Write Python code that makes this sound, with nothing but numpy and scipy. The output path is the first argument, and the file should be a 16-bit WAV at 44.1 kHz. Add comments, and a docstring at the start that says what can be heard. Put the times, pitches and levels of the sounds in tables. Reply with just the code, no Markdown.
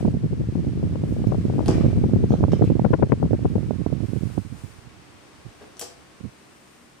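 """A wall fan blows on a phone held below it in a small room. From the start, each blade sheds a wake of
eddies that buffets the two microphone ports separately, above a soft airy hiss and a faint hum.
After a second a hand rubs the plastic base; near 1.7 s it turns the dial, and sharp detent clicks ring
briefly and reverberate in the room. The fan slows, and its stream swings off the left port by about
4 s and off the right by 5 s. Near 5.8 s the dial clicks round again over the hiss."""
import sys
import numpy as np
from scipy import signal
from scipy.fft import rfft, irfft, next_fast_len
from scipy.io import wavfile
from scipy.ndimage import uniform_filter1d, map_coordinates

SR = 44100
rng = np.random.default_rng(int(sys.argv[2]) if len(sys.argv) > 2 else 0)


def transcribe(signal):
    """Save signal, clipped to [-1, 1], as a 16-bit WAV file at the path in sys.argv[1]."""
    frames = np.atleast_2d(signal).T
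    limited = np.clip(frames, -1, 1)
    pcm = np.round(limited * 32767).astype(np.int16)
    wavfile.write(sys.argv[1], SR, pcm)


N = 308700
TIME = np.arange(N) / SR
FREQ = np.arange(N // 2 + 1) * SR / N + 1e-3

# Single gusts, from hard flaps to soft puffs. Each row: time in seconds, port (-1 left, +1 right),
# level in dB, eddy bandwidth in Hz, half length in seconds, peak of the vortex core in dB.
GUSTS = [(0.009, -1, -23, 222.3, .005, -16.5), (0.029, 1, -20, 155, 0.0029, -8.5),
         (0.052, 1, -16, 211, 0.0083, -7.5), (0.078, 1, -19, 205, 0.0071, -13),
         (0.08, -1, -19, 204.3, 0.01, -11.5), (0.141, 1, -20.5, 169, 0.0056, -16),
         (0.169, 1, -22, 125.4, 0.0061, -14), (0.234, 1, -18.5, 154.2, 0.0094, -19),
         (0.328, 1, -23, 149.3, 0.0072, -22), (0.332, -1, -22.5, 205, 0.0046, -13.5),
         (0.555, -1, -18.5, 203, 0.0051, -19.5), (0.777, -1, -23, 188.8, 0.0041, -20),
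         (0.792, 1, -21.5, 169.9, 0.0051, -27), (0.83, -1, -23.5, 209.3, 0.0038, -14.5),
         (0.838, 1, -23, 167.4, 0.0049, -14), (0.957, -1, -25, 270, 0.0041, -14),
         (1.038, 1, -23.5, 215.3, 0.003, -11.5), (1.167, -1, -24, 229, .004, -15),
         (1.219, 1, -23, 211, 0.0036, -17), (1.242, -1, -23.5, 291.4, 0.0061, -14.5),
         (1.271, 1, -13, 105.3, 0.0056, -9), (1.323, -1, -20.5, 340.5, 0.0077, -14.5),
         (1.346, -1, -21.5, 274.8, 0.0067, -10.5), (1.381, 1, -16.5, 124.8, 0.0071, -17),
         (1.453, 1, -21, 148.9, 0.0049, -11), (1.499, -1, -22, 310, 0.0049, -16.5),
         (1.583, 1, -21, 199.7, 0.0042, -10.5), (1.593, -1, -21, 310.2, 0.0068, -9),
         (1.606, -1, -20.5, 278.9, 0.0061, -10), (1.69, -1, -21.5, 321.3, 0.0042, -7.5),
         (1.694, 1, -12, 174, 0.0059, -6), (1.783, 1, -18.5, 228, 0.0024, -8),
         (1.81, 1, -15.5, 158.1, 0.0042, -2.5), (1.838, -1, -16.5, 150.1, 0.0069, -9),
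         (1.846, 1, -17.5, 160.2, 0.012, -9), (1.931, 1, -20, 171.1, 0.0047, -6.5),
         (1.976, -1, -17.5, 150, 0.0049, -12), (2.015, 1, -15.5, 80.1, .007, -13),
         (2.041, -1, -16, 263.4, 0.0046, -8.5), (2.136, 1, -12.5, 149.6, 0.0062, -5),
         (2.161, -1, -15.5, 180.5, 0.0066, -4), (2.239, 1, -18, 193.6, 0.0052, -7),
         (2.241, -1, -18.5, 237.8, 0.0038, -10), (2.307, -1, -16.5, 159.3, 0.0059, -3.5),
         (2.308, 1, -22, 250, 0.0027, -7), (2.333, -1, -18, 159.8, 0.0048, -11),
         (2.34, 1, -19, 290, 0.00505, -6), (2.407, 1, -14, 170, 0.0051, -6),
         (2.432, -1, -18, 260.2, 0.0041, -6.5), (2.44, 1, -11, 375.3, .005, -4.5),
         (2.483, 1, -20.5, 209.4, 0.0039, -6.5), (2.534, 1, -17, 267.6, 0.00505, -3),
         (2.595, 1, -20, 209.6, .003, -12), (2.613, 1, -13, 160.8, 0.0065, 0.5),
         (2.622, -1, -14.5, 262.8, 0.0076, 0), (2.641, 1, -16, 208.5, 0.0056, -3),
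         (2.677, -1, -12.5, 179.8, 0.0038, -12.5), (2.703, 1, -14, 186.8, 0.0088, -4),
         (2.755, 1, -17.5, 165.3, .004, -5), (2.796, 1, -18, 290.1, 0.0034, -2.5),
         (2.851, -1, -11.5, 429, 0.0076, -13.5), (2.907, 1, -15.5, 170.5, 0.0063, -9),
         (2.937, -1, -11, 507.4, 0.0057, -10), (2.99, -1, -21.5, 189.2, 0.004994, -14.5),
         (2.998, 1, -21.5, 220.8, .004, -11), (3.027, -1, -9.5, 354.6, .0062, -4.5),
         (3.033, 1, -17, 179.6, 0.0038, -12), (3.1, -1, -22, 200.6, 0.0031, -15),
         (3.121, -1, -12, 558.6, 0.0035, -5), (3.129, -1, -13, 241, .004, -4),
         (3.139, 1, -22, 214.7, 0.0037, -14), (3.201, -1, -22, 170.5, 0.0038, -14.5),
         (3.229, -1, -18, 310.4, 0.0088, -8), (3.242, 1, -17, 134.2, 0.0058, -5),
         (3.256, -1, -18.5, 199.5, 0.0053, -14), (3.311, 1, -15, 159.8, 0.0052, -8),
         (3.333, 1, -16, 225.9, 0.0039, -0.5), (3.451, -1, -14.5, 260.5, 0.0083, -21),
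         (3.558, -1, -15.5, 204.1, 0.0064, -11), (3.582, 1, -21, 204.8, 0.0031, -12),
         (3.709, 1, -21, 285, 0.003, -8.5), (3.807, 1, -16.5, 124.5, 0.0058, -11.5),
         (3.864, 1, -18.5, 249.6, 0.004976, -6), (3.927, 1, -18.5, 201.2, 0.0051, -9.5),
         (4.005, 1, -24, 166.3, 0.0029, -14.5), (4.033, 1, -21.5, 178.8, 0.0093, -15.5),
         (4.134, 1, -25.5, 201, 0.0041, -13), (4.164, 1, -23, 191, 0.0088, -17),
         (4.235, 1, -22.5, 129.2, 0.0046, -10.5), (4.379, 1, -18.5, 219.9, 0.0055, -9.5),
         (4.641, 1, -32, 115.9, 0.0069, -42), (4.741, 1, -34, 92.3, 0.0081, -39.5),
         (5.46, 1, -34.5, 75.9, 0.014, -33), (6.207, 1, -35, 104.3, 0.0041, -44),
         (6.247, 1, -29.5, 120, 0.013, -22.5)]


def undb(db):
    """Amplitude ratio of a level in decibels."""
    return 10 ** (np.asarray(db) / 20)


def unit(x):
    """Normalisation to an rms of 1."""
    return x / np.sqrt(np.mean(x ** 2))


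def smooth(x, samples):
    """Triangular smoothing: two moving averages in cascade."""
    return uniform_filter1d(uniform_filter1d(x, samples), samples)


def curves(table):
    """Linear interpolation of each column over the times in the first."""
    times, *columns = np.transpose(table)
    return np.array([np.interp(TIME, times, column) for column in columns])


def colour(x, points):
    """Minimum-phase filter through (Hz, dB) points: causal, so nothing sounds before an attack."""
    hz, db = np.transpose(points)
    gain = undb(np.interp(np.log(FREQ), np.log(hz), db))
    cepstrum = irfft(np.log(gain + 1e-9), N)
    cepstrum[1:N // 2] *= 2
    cepstrum[N // 2 + 1:] = 0
    return irfft(rfft(x) * np.exp(rfft(cepstrum)), N)


def tilted(x, slope_db):
    """Spectral tilt in dB per octave, pivoting at 5 kHz and flat below 400 Hz."""
    octaves = np.log2(np.maximum(np.fft.rfftfreq(len(x), 1 / SR), 400) / 5000)
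    return irfft(rfft(x) * undb(slope_db * octaves), len(x))


def swell(s, half, rise=1, fall=1):
    """Gaussian envelope about time s; rise and fall scale the half length of each flank."""
    out = np.zeros(N)
    near = slice(max(int((s - 6 * half) * SR), 0), int((s + 6 * half) * SR))
    late_s = TIME[near] - s
    out[near] = np.exp(-(late_s / (half * np.where(late_s < 0, rise, fall))) ** 2 / 2)
    return out


def stereo_noise(correlation):
    """Partial coherence: each channel mixes a common noise with one of its own."""
    common = np.sqrt(correlation) * rng.standard_normal(N)
    return common + np.sqrt(1 - correlation) * rng.standard_normal((2, N))


def hum(width_hz=5):
    """Narrow bands of noise are heard as faint tones that waver as their components beat."""
    # Hum in the room. Each row: frequency in Hz, level in dB.
    tones = [(135, -67.5), (175, -69.5), (199, -67.5), (237, -68.5), (301, -68), (1093, -72.5)]
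    out = np.zeros((2, N))
    for hz, db in tones:
        band = np.exp(-((FREQ - hz) / width_hz) ** 2)
        out += undb(db) * unit(irfft(rfft(stereo_noise(correlation=1)) * band, N))
    return out


def hiss(body_gain_db=9, top_gain_db=20, split_hz=7000, crest_hz=10500, crest_growth=0.32):
    """Broadband noise of air, whose body and top swell independently."""
    # Course of the hiss. Each row: time in seconds, relative levels of body and top in dB.
    levels = [(0.0, -55, -63.5), (.15, -60, -71), (0.51, -59, -70), (1.38, -57, -68), (1.58, -56.5, -67),
              (1.81, -53, -65.5), (1.99, -57, -68), (2.73, -58, -69.5), (3.0, -59, -71), (3.6, -58.5, -68),
              (3.97, -58, -69.5), (4.07, -58, -64.5), (4.32, -57, -62.5), (4.43, -59, -65),
              (4.52, -60, -66.5), (4.59, -57.5, -62.5), (4.7, -59, -64), (4.89, -59.5, -70),
              (5.54, -59, -68), (6.2, -60, -69), (6.73, -61, -66.5), (7.0, -62, -70)]
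    # Spectrum of the hiss. Each row: frequency in Hz, relative spectral density in dB.
    spectrum = [(30, -8.5), (70, 5.5), (140, -4.5), (300, 9.5), (550, 2), (1200, 0), (1900, -2.5),
                (2400, -3), (3700, -8.5), (4600, -9), (6000, -11.5), (7100, -12), (8700, -10),
                (9300, -12.5), (10400, -18.5), (11500, -22.5), (12400, -25.5), (15500, -25)]
    body_db, top_db = curves(levels)
    noise = unit(colour(stereo_noise(correlation=0.11), spectrum))
    body, below_crest = (irfft(rfft(noise) / (1 + (FREQ / hz) ** 8), N) for hz in (split_hz, crest_hz))
    # a stronger top is also a brighter one
    crest = (noise - below_crest) * undb(crest_growth * (top_db - np.median(top_db)))
    top = below_crest - body + crest
    return body * undb(body_db + body_gain_db) + top * undb(top_db + top_gain_db)


def room(x, t60_low_s=0.39, t60_high_s=0.25, split_hz=6000, direct_db=-1, build_s=0.00096):
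    """Reverberation between close, bare walls: direct sound, then a dense tail whose treble dies first."""
    t = TIME[:SR]
    noise = rng.standard_normal((2, SR))
    low = signal.sosfiltfilt(signal.butter(2, split_hz, fs=SR, output="sos"), noise)
    tail = low * undb(-60 * t / t60_low_s) + (noise - low) * undb(-60 * t / t60_high_s)
    tail *= 1 - np.exp(-t / build_s)
    tail /= np.linalg.norm(tail, axis=1, keepdims=True)
    return undb(direct_db) * x + signal.fftconvolve(x[None], tail, axes=1)[:, :N]


def rubs(gain_db=-9, slips_per_s=2500, scatter_db=4):
    """Stick-slip friction: tiny uneven slips of skin excite a resonance of the plastic touched."""
    # Strokes of the hand on the base. Each row: centre time in seconds, relative level in dB,
    # half length in seconds, resonance in Hz, its bandwidth in Hz.
    strokes = [(1.116, -54, 0.051, 8400, 5055), (1.273, -45, 0.0042, 6000, 4520),
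               (1.73, -38.5, 0.031, 1800, 700), (1.844, -47.5, 0.079, 2300, 201.4),
               (2.313, -49, 0.02, 5950, 698.5), (2.318, -48, .016, 3800, 1200),
               (2.392, -49, 0.0055, 5900, 1199), (2.496, -48, 0.0021, 5000, 2511),
               (2.528, -47, 0.0079, 5400, 1000), (2.53, -41.5, 0.0098, 2900, 800),
               (2.64, -46, .012, 3500, 997), (2.666, -44.5, 0.012, 2470, 419),
               (5.627, -35.5, 0.013, 400, 171.3)]
    slips = (rng.random(N) < slips_per_s / SR) * np.sign(rng.standard_normal(N))
    slips *= undb(scatter_db * rng.standard_normal(N))
    out = np.zeros(N)
    for s, db, half, hz, width in strokes:
        rasp = unit(signal.lfilter(*signal.iirpeak(hz, hz / width, fs=SR), slips))
        out += undb(db + gain_db) * swell(s, half) * rasp
    return out


def clicks(chatter_db=9, gain_db=-15.5):
    """Impact force of detents and taps: an impulse, then brief chatter; soft contacts lose their top."""
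    # Dial detents and finger taps. Each row: start in seconds, relative level in dB, tilt in dB per
    # octave, decay time of the chatter in seconds, low-pass cutoff in Hz.
    contacts = [(1.660, -1, -2, 0.00096, 13180), (1.6823, 7, -0.5, .0011, 9400),
                (1.687, -1.5, -5, 0.00096, 7010), (1.706, -5.5, -4, 0.00092, 7500),
                (1.7115, -0.5, 0.8, .001, 7500), (1.729, -10, -3, .002, 3508),
                (1.811, -9, -4, 0.0021, 3000), (2.321, -10.5, -5, 0.0019, 6000),
                (2.519, -3, -2.5, 0.0031, 6400), (2.647, -19, 8, .002, 11030),
                (3.087, -16, -2, 0.0049, 6994), (5.769, -10.5, 1.5, .002, 8010),
                (5.7943, 4.5, 6, .0027, 18000), (5.8129, 7.5, 3.5, 0.0034, 10180),
                (5.823, 0.5, 0.8, 0.0063, 9930)]
    out, size, lead = np.zeros(N), 2048, 64
    t = (np.arange(size) - lead) / SR
    for s, db, slope_db, chatter_s, top_hz in contacts:
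        decay = np.exp(-np.abs(t) / chatter_s) * (t >= 0)
        chatter = tilted(rng.standard_normal(size), slope_db=-1.4) * decay
        contact = (t == 0) + undb(chatter_db) * chatter / np.linalg.norm(chatter)
        softness = signal.butter(3, top_hz, fs=SR, output="sos")
        force = signal.sosfilt(softness, tilted(contact, slope_db))
        start = int(s * SR) - lead
        out[start:start + size] += undb(db + gain_db) * force
    return out


def crack_and_ring(force, ring_db=-51):
    """Convolution with an impulse response: each click gives a broad plastic crack and decaying tones."""
    # Crack of the plastic. Each row: frequency in Hz, gain in dB.
    crack = [(120, -8), (350, 6), (480, 5.5), (680, 2.5), (1000, -1), (2000, -10.5), (3100, -5.5),
             (3850, -6.5), (4600, -4.5), (5200, -5.5), (5800, -0.5), (6600, -4.5), (7500, 1), (9300, -2.5),
             (10800, -15.5), (13000, -7.5), (15500, -19)]
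    # Ringing tones that colour the clicks. Each row: frequency in Hz, relative level in dB,
    # 60 dB decay time in seconds.
    tones = [(381.7, 4.5, 0.32), (490, 0.5, 0.32), (675, 5.5, 0.15), (705, 0.5, 0.073), (1626.2, -4, 0.081),
             (2300, -2, 0.27), (2659.4, -9.5, 0.17), (4700, -3.5, .1), (5100, -9, .14), (5860, -10, .16),
             (7600, -10, .13), (7840, -8, .13), (8660, -3, .13), (9760, 6, .18)]
    t = TIME[:SR // 2]
    ring = sum(undb(db - 60 * t / t60) * np.sin(2 * np.pi * hz * t) for hz, db, t60 in tones)
    return colour(force, crack) + undb(ring_db) * signal.fftconvolve(force, ring)[:N]


def crackle(force, eddy_hz, onset_hz=620, gain_db=-34, band_hz=(1300, 3800)):
    """Edge noise: air tears at the rim of the port and fizzes as the eddies quicken past an onset."""
    band = signal.butter(2, band_hz, "band", fs=SR, output="sos")
    fizz = unit(signal.sosfilt(band, rng.standard_normal(N)))
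    return undb(gain_db) * force * fizz / (1 + (onset_hz / eddy_hz) ** 6)


def vortex(late_s, eddy_hz, sharpness=0.6, reach_s=0.014):
    """Convection of a vortex core past the port gives one peak of pressure between two troughs."""
    pressure = np.real(1 / (1 - 2j * np.pi * sharpness * eddy_hz * late_s) ** 3)
    return pressure * np.exp(-(late_s / reach_s) ** 2)


def strays(stream_db, eddy_hz, per_s=12, peak_db=4.5, scatter_db=2):
    """Intermittency: lone vortices drift over the port, one at a chance moment in each time slot."""
    slot = (TIME * per_s).astype(int)
    place, size = rng.standard_normal((400, 2))[slot].T
    late_s = TIME - (slot + .5 + np.tanh(place) / np.e) / per_s
    return undb(stream_db + peak_db + scatter_db * size) * vortex(late_s, eddy_hz)


def eddies(hz, per_cycle=1.3, size_spread=0.37):
    """Frozen turbulence: a fixed train of pressure cusps, swept by sooner and sharper in faster air."""
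    grid = 32  # points per cycle
    place = np.cumsum(hz) * grid / SR
    count = next_fast_len(int(place[-1]) + 2)
    cores = (rng.random(count) < per_cycle / grid) * np.exp(size_spread * rng.standard_normal(count))
    cusps = irfft(rfft(cores - cores.mean()) * np.exp(-np.fft.rfftfreq(count) * grid), count)
    return map_coordinates(cusps, [place], order=3, mode="wrap")


def port_rumble(force, eddy_hz, leak_hz=70, even_s=0.013):
    """Pseudo-sound: eddy pressure follows the air's force; its slow part leaks round the diaphragm."""
    # Response of a port to wind pressure. Each row: frequency in Hz, gain in dB.
    port_response = [(20, -28), (35, -15), (50, -6), (70, 0), (110, 4), (250, 3.5), (1000, -0.5),
                     (6000, -1)]
    leak = signal.butter(2, leak_hz, "high", fs=SR, output="sos")
    pressure = signal.sosfilt(leak, eddies(eddy_hz))
    running_rms = np.sqrt(smooth(pressure ** 2, int(even_s * SR)) + 1e-9)
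    ease_in = np.tanh(TIME / .004) ** 2
    return colour(ease_in * pressure / running_rms * force, port_response)


def blade_passes(first_s=.065, jitter_s=0.00608, wake_scatter_db=1.5, core_scatter_db=5):
    """Periodic wake shedding: seconds from the nearest wake, and its chance level and core offsets (dB)."""
    # The fan slowing down. Each row: time in seconds, blade passes per second.
    blade_rate = [(0.0, 11.52), (0.7, 11.49), (1.4, 10.73), (2.1, 10.5), (2.6, 10.5), (2.85, 9.96),
                  (3.05, 9.69), (3.5, 8.66), (4.2, 8.35), (4.9, 8.21)]
    rate, = curves(blade_rate)
    passes = np.cumsum(rate) / SR - first_s * rate[0]
    blade = np.round(passes).astype(int)
    arrival, strength, core = rng.standard_normal((100, 3))[blade + 1].T
    late_s = (passes - blade) / rate - jitter_s * arrival
    return late_s, wake_scatter_db * strength, core_scatter_db * core


def slack(depth_db=3, lead_s=.014, half_s=.008):
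    """Unsteady flow: the dB by which the air slackens just before a gust on either port."""
    return depth_db * np.minimum(sum(swell(s - lead_s, half_s) for s, *_ in GUSTS), 1)


def stream_ripple(late_s, flutter_db=2, lull_db=2.5, lull_lag_s=.043, lull_half_s=.012):
    """Amplitude modulation of the stream in dB: it flutters at random and sags between blades."""
    flutter = unit(smooth(rng.standard_normal(N), 700))
    lull = np.exp(-((np.abs(late_s) - lull_lag_s) / lull_half_s) ** 2 / 2)
    return flutter_db * flutter - lull_db * lull


def buffeting(side, airflow, doubling_db=20, wake_half_s=0.00905, wake_core_db=-5.5, core_speedup=.45):
    """Turbulence on one port: stream, wakes and gusts add in power, and stronger air is faster air."""
    stream_db, wake_db, base_hz = curves(airflow)
    late_s, scatter_db, core_scatter_db = blade_passes()
    slack_db = slack()
    stream_db = stream_db - slack_db
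    wake_db = wake_db + scatter_db - slack_db

    def bandwidth_hz(db):
        return base_hz * 2 ** ((np.maximum(db, -40) + 25) / doubling_db)

    wake_hz = 0.99 * bandwidth_hz(wake_db)
    slaps = strays(stream_db, 1.5 * bandwidth_hz(stream_db))
    slaps += undb(wake_db + wake_core_db + core_scatter_db) * vortex(late_s, wake_hz)
    bursts = [(wake_db, wake_hz, np.exp(-(late_s / wake_half_s) ** 2 / 2))]
    for s, port, db, hz, half, core_db in GUSTS:
        if port == side:
            bursts.append((db, hz, swell(s, half, rise=.62, fall=1.25)))
            near = np.abs(TIME - s) < .04
            slaps[near] += undb(core_db) * vortex(TIME[near] - s, hz)
    stream_db += stream_ripple(late_s)
    power = undb(stream_db) ** 2
    weighted_hz = power * bandwidth_hz(stream_db)
    for db, hz, shape in bursts:
        burst_power = undb(db) ** 2 * shape
        power += burst_power
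        # the air is fastest in the core of a burst
        weighted_hz += burst_power * hz * (1 + core_speedup * (2 * shape ** 2 - 1))
    eddy_hz = weighted_hz / power
    force = smooth(np.sqrt(power), 64)
    return port_rumble(force, eddy_hz) + slaps + crackle(force, eddy_hz)


def fan_wind():
    """Wind pressure is local: each port meets its own eddies as the fan swings past."""
    # Air on the left and right ports. Each row: time in seconds, steady stream in dB, blade wakes in dB,
    # base eddy bandwidth in Hz for air at -25 dB.
    left_air = [(0, -27, -24.5, 155), (0.598, -27, -23.5, 145), (.95, -27.5, -27.5, 165),
                (1.35, -25.5, -26, 175), (1.7, -22, -22, 155), (2.2, -23, -21.5, 145),
                (2.75, -26.5, -23.5, 150), (3.451, -29, -22, 165), (3.58, -33.5, -26.5, 166),
                (3.7, -39.5, -27.5, 154), (4.0, -49.5, -35.5, 169.5), (4.4, -67.5, -61, 169.5),
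                (7, -75.5, -75, 171.5)]
    right_air = [(0, -26, -23, 130), (0.399, -28.5, -23.5, 120), (1.0, -25, -24, 140),
                 (1.499, -24.5, -22.5, 132), (1.85, -20, -20.5, 128), (2.65, -20.5, -20, 130),
                 (3.0, -24.5, -22, 132), (3.6, -24.5, -24.5, 138), (4.249, -25.5, -29.5, 143),
                 (4.619, -40, -30.5, 122), (4.88, -50.5, -38.5, 115), (5.051, -50.5, -64, 125),
                 (7, -65, -75.5, 140.5)]
    return np.array([buffeting(-1, left_air), buffeting(1, right_air)])


def scene():
    """Superposition: hiss, hum and hand sounds reach both microphones, and wind adds at each port."""
    # Response of the duller right microphone. Each row: frequency in Hz, gain in dB.
    right_mic = [(1000, -0.5), (3000, -1), (5800, 0), (7000, -5.5), (8500, -19), (10000, -17), (12000, -9),
                 (15500, -6.5)]
    left, right = hiss() + hum() + room(crack_and_ring(clicks()) + rubs())
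    return np.array([left, colour(right, right_mic)]) + fan_wind()


def record(dry):
    """Soft saturation in the microphones rounds the hardest wind peaks; the phone limits the bandwidth."""
    ceiling, top_hz = .9, 15300
    rounded = dry / (1 + (dry / ceiling) ** 4) ** .25
    return signal.sosfilt(signal.ellip(8, .2, 70, top_hz, fs=SR, output="sos"), rounded)


dry = scene()
out = record(dry)
transcribe(out)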